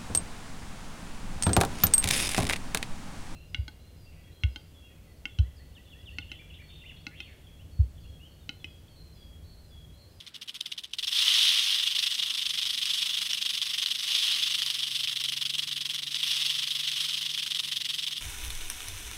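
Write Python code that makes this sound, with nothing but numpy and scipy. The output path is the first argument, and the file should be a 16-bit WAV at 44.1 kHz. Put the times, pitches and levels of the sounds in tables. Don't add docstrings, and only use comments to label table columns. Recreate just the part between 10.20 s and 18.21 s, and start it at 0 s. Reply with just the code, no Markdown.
import sys
import numpy as np
from scipy import signal
from scipy.io import wavfile
from scipy.ndimage import uniform_filter1d

SR = 44100
rng = np.random.default_rng(int(sys.argv[2]) if len(sys.argv) > 2 else 0)


def output_pcm(signal):
    pcm = np.clip(np.atleast_2d(signal).T, -1, 1) * 32767
    wavfile.write(sys.argv[1], SR, np.round(pcm).astype(np.int16))


def gain_from_db(level_db):
    decades = np.asarray(level_db, float) / 20
    return 10 ** decades


N = 353108

# time_s, burst_db, chatter_db
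EFFORT = [(0.0, -28, -55), (0.15, -28, -73), (0.5, -28, -57), (0.75, -35, -61), (0.88, -27, -42),
          (0.98, -28, -25), (1.24, -29.5, -21.5), (1.5, -29.5, -27), (1.68, -26, -34.5), (2.1, -29, -39.5),
          (2.6, -27.5, -39.5), (2.8, -26, -34.5), (3.1, -28, -40.5), (3.75, -27.5, -41),
          (3.971, -26.5, -28), (4.15, -27.5, -28), (4.3, -26.5, -36), (4.6, -28.5, -37.5),
          (5.0, -29.5, -43), (5.5, -29.5, -46.5), (5.85, -31, -48.5), (6.1, -28, -30), (6.3, -28.5, -31.5),
          (6.55, -28, -41), (6.82, -29, -33), (7.2, -29.5, -43), (8.0, -30.5, -44)]

FAVOUR_DB = 3.5


def rms_one(x):
    return x / np.sqrt(np.mean(x ** 2) + 1e-20)


def in_time(rows):
    time_s, *columns = np.transpose(rows)
    return [np.interp(np.arange(N) / SR, time_s, column) for column in columns]


def drift(rate_hz):
    step = 40
    r = np.exp(-2 * np.pi * rate_hz * step / SR)
    noise = rng.standard_normal(N // step + 2002)
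    slow = signal.lfilter([1], [1, -2 * r, r * r], noise)[2000:]
    return np.interp(np.arange(N) / step, np.arange(len(slow)), rms_one(slow))


def resonance(hz, width_hz):
    r = np.exp(-np.pi * width_hz / SR)
    b = (1 - r * r) / 2 * np.array([1, 0, -1])
    return b, [1, -2 * r * np.cos(2 * np.pi * hz / SR), r * r]


def band_pass(x, low_hz, high_hz):
    return signal.sosfilt(signal.butter(2, [low_hz, high_hz], "band", fs=SR, output="sos"), x)


def rattle():
    # start_s, peak_db
    knocks = [(0.349, -26), (0.4094, -18), (0.4605, -25), (0.5186, -30), (0.581, -29), (0.7356, -21),
              (0.791, -22), (0.8329, -25), (0.8713, -21), (1.791, -13), (1.8675, -17), (2.106, -13),
              (2.1782, -20), (2.293, -19), (2.4532, -20), (2.6553, -12), (3.1325, -13), (3.3746, -21),
              (3.416, -16), (3.6226, -24), (3.6603, -12), (3.7864, -26), (4.4197, -11), (4.4627, -14),
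              (4.5017, -9), (4.5435, -21), (4.753, -26), (4.8737, -18), (4.9158, -26), (4.999, -29),
              (5.0387, -18), (5.0872, -16), (5.1216, -15.5), (5.2528, -23), (5.383, -17), (5.7452, -18),
              (5.9443, -14), (6.6796, -20), (6.716, -13), (7.177, -17), (7.2632, -21), (7.3072, -23),
              (7.3471, -18), (7.866, -25), (7.909, -23)]
    # time_s, treble_db
    turn = [(0, 1.5), (1.2, -0.7), (3, 1), (4, -0.2), (5, 1.4), (6, 0.5), (8, 2)]
    clicks_per_s, rate_exponent = 3200, 0.41
    click_spread_db, mode_spread_db = 2.5, 2.5
    favoured_mean_hz, favoured_spread_hz = 3420, 140
    light_treble_per_db = 0.4
    ring_peak_db = -11
    knock_treble_db, knock_spread_db = -2, 5

    power = shaking()
    relative_amplitude = np.sqrt(1000 * power)
    chance = np.clip(clicks_per_s / SR * relative_amplitude ** rate_exponent, 0, .5)
    sizes = rms_one(gain_from_db(click_spread_db * np.minimum(rng.exponential(1, N), 3)))
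    contacts = rng.random(N) < chance
    clicks = gain_from_db(-3.5) * sizes * contacts * np.sqrt(power / chance)
    favoured_hz = favoured_mean_hz + favoured_spread_hz * rng.standard_normal(N)

    start_s, peak_db = np.transpose(knocks)
    at = np.round(start_s * SR).astype(int)
    clicks[at] = gain_from_db(peak_db - ring_peak_db - FAVOUR_DB)

    average = uniform_filter1d(power, size=SR // 8)
    treble_db = in_time(turn)[0] + light_treble_per_db * 10 * np.log10(average / power)
    treble_db[at] += knock_treble_db
    spread_db = np.full(N, mode_spread_db)
    spread_db[at] = knock_spread_db
    return horn(clicks, favoured_hz, treble_db, spread_db)


def shaking():
    # start_s, burst_db, length_ms
    flicks = [(0.0, -36.5, 1.8), (0.063, -40, 17.4), (0.138, -40.5, 26), (0.211, -38, 16), (0.275, -36, 21),
              (0.34, -38, 24), (0.403, -31, 2.1), (0.455, -30, 6.4), (0.515, -31.5, 7.3), (0.576, -35, 13),
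              (0.631, -37.5, 18), (0.731, -32.5, 7.7), (0.783, -28.5, 10.8)]
    rise_ms, fall_ms = 2.24, 7.45
    _, chatter_db = in_time(EFFORT)
    power = gain_from_db(2 * chatter_db)
    t_ms = np.arange(SR // 8) / SR * 1000
    for start_s, level_db, hold_ms in [*flicks, *swings()]:
        burst = (1 - np.exp(-t_ms / rise_ms)) * np.exp(-np.clip(t_ms - hold_ms, 0, None) / fall_ms)
        at = round(start_s * SR)
        power[at:at + len(burst)] += (gain_from_db(level_db) * burst[:N - at]) ** 2
    return power


def swings():
    # time_s, swings_so_far
    tail = [(0.79, 0.2), (0.9, 2.68), (1.1, 8.08), (1.3, 12.54), (1.4, 14.4), (1.75, 23.13), (2.25, 35.91),
            (2.85, 50.92), (3.15, 58.52), (3.5, 67.15), (3.8, 74.36), (4.5, 92.07), (4.75, 98.02),
            (5.15, 107.67), (5.4, 113.46), (5.75, 121.32), (5.9, 124.86), (6.1, 129.85), (6.2, 131.94),
            (6.3, 134.1), (7.05, 151.99), (7.55, 163.81), (7.97, 173.38)]
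    burst_ms, burst_spread_ms, burst_spread_db = 20.37, 3.4, 1
    short_is_loud_db_per_ms, jitter_ms, lead_ms = 0.28, 1.5, 2.1
    time_s, so_far = np.transpose(tail)
    counts = np.arange(np.ceil(so_far[0]), so_far[-1])
    start_s = np.interp(counts, so_far, time_s)
    jitter, longer, louder = rng.standard_normal((len(start_s), 3)).clip(-2, 2).T
    extra_ms = burst_spread_ms * longer
    effort_s, burst_db, _ = np.transpose(EFFORT)
    level_db = np.interp(start_s, effort_s, burst_db) + burst_spread_db * louder
    level_db = level_db - short_is_loud_db_per_ms * extra_ms
    start_s = start_s + (jitter_ms * jitter - lead_ms) / 1000
    return list(zip(start_s, level_db, burst_ms + extra_ms))


def horn(clicks, favoured_hz, treble_db, spread_db):
    # mode_hz, width_hz, level_db
    modes = [(1143, 480, -22.5), (1505, 950, -23), (2057, 480, -15), (2620, 730, -13), (3036, 355, -3.5),
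             (3446, 700, -0.5), (3950, 730, -7.5), (4806, 1300, -8.5), (5503, 650, -8.5), (6480, 480, -12),
             (8330, 1600, -18.5), (9540, 650, -20), (10700, 3500, -20.5), (12520, 790, -27.5),
             (14100, 920, -26), (14600, 990, -30), (15500, 1200, -30)]
    segment_pitches = [0.96, 0.95, 1.009]
    scrape_ms, scrape_growth = 0.95, 0.99
    favour_width_hz, swing_colour_db = 1210, 1.06

    at, out, energy = np.flatnonzero(clicks), np.zeros(N), 0
    segment = rng.integers(0, len(segment_pitches), N)[at]
    for hz, width_hz, level_db in modes:
        energy += gain_from_db(2 * level_db) * np.pi / 2 * width_hz / SR
        decay_ms = scrape_ms * min(hz / 8000, 1) ** scrape_growth
        fade = np.exp(-2000 / (decay_ms * SR))
        chance_db = spread_db * rng.standard_normal(N) + swing_colour_db * drift(12.5)
        favour_db = FAVOUR_DB * np.exp(-((hz - favoured_hz[at]) / favour_width_hz) ** 2)
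        strength = gain_from_db(level_db + chance_db[at] + favour_db + treble_db[at] * (hz > 7000))
        roughness = rng.choice([-1, 1], N)
        for k, pitch_ratio in enumerate(segment_pitches):
            struck = np.full(N, 1e-30)
            struck[at] += (clicks[at] * strength * (segment == k)) ** 2
            scrape_power = signal.lfilter([(1 - fade) ** 2], [1, -2 * fade, fade ** 2], struck)
            scrape = np.roll(roughness, k * SR) * np.sqrt(scrape_power)
            b, a = resonance(hz * pitch_ratio, width_hz)
            out += signal.sosfilt([[*b, *a]] * 2, scrape)
    return out / np.sqrt(energy)


def wind(level_db):
    noise = rms_one(band_pass(rng.standard_normal(N), 34, 90))
    return gain_from_db(level_db + 2.2 * drift(8.5)) * noise


def rumble(level_db, upper_db):
    # pitch_hz, density_db
    spectrum = [(40, -39), (110, 0.5), (185, -2.5), (340, -10.5), (500, -18), (900, -19), (3600, -14),
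                (7000, -35), (16000, -45)]
    out, edges_hz = 0, 30 * 2 ** np.arange(0, 9.6, .5)
    white = rng.standard_normal((2, N))
    pitch_hz, density_db = np.transpose(spectrum)
    for k, (low, high) in enumerate(zip(edges_hz, edges_hz[1:])):
        band_db = np.interp(np.log(low * high) / 2, np.log(pitch_hz), density_db)
        band_db = band_db + 1.2 * drift(2.5) + upper_db * (low > 230)
        out = out + gain_from_db(band_db) * band_pass(white[k % 2], low, min(high, .45 * SR))
    return gain_from_db(level_db) * rms_one(out)


def drone():
    # time_s, pitch_hz, level_db
    engine = [(3.6, 124, -90), (4.16, 127.7, -67), (4.96, 134, -60), (5.28, 140, -58), (5.7, 143.7, -60.5),
              (6.36, 144, -60.5), (6.73, 144, -59.5), (6.99, 147, -62), (7.9, 146.5, -62)]
    octave_db = -16
    pitch_hz, level_db = in_time(engine)
    phase = 2 * np.pi * np.cumsum(pitch_hz + 0.526 * drift(2.54)) / SR
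    octave = gain_from_db(octave_db + 1.7 * drift(3.3)) * np.sin(2 * phase)
    return np.sqrt(2) * gain_from_db(level_db + 0.69 * drift(3.4)) * (np.sin(phase) + octave)


def scene():
    # time_s, wind_db, rumble_db, upper_db
    air = [(0.0, -75, -60, 2.5), (0.56, -77, -63, 4), (0.67, -69, -65, 4), (1.2, -68.5, -66.5, 2.5),
           (1.9, -73, -63, 0), (2.0, -80, -63.5, 2), (2.3, -68, -61, -3), (2.72, -70, -61.5, -1),
           (2.9, -78, -59.5, -3), (4.2, -84, -60.5, 0.5), (6.3, -84, -61, 1), (8.0, -76, -60, 0)]
    wind_db, rumble_db, upper_db = in_time(air)
    mix = rattle() + wind(wind_db) + rumble(rumble_db, upper_db) + drone()
    return mix[None]


def band_limit(x):
    return signal.sosfilt(signal.butter(12, 16630, fs=SR, output="sos"), x)


def record(dry):
    top_cut = signal.ellip(12, .5, 40, 15770, fs=SR, output="sos")
    mix = signal.sosfilt(top_cut, dry)
    return band_limit(mix)


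dry = scene()
out = record(dry)
output_pcm(out)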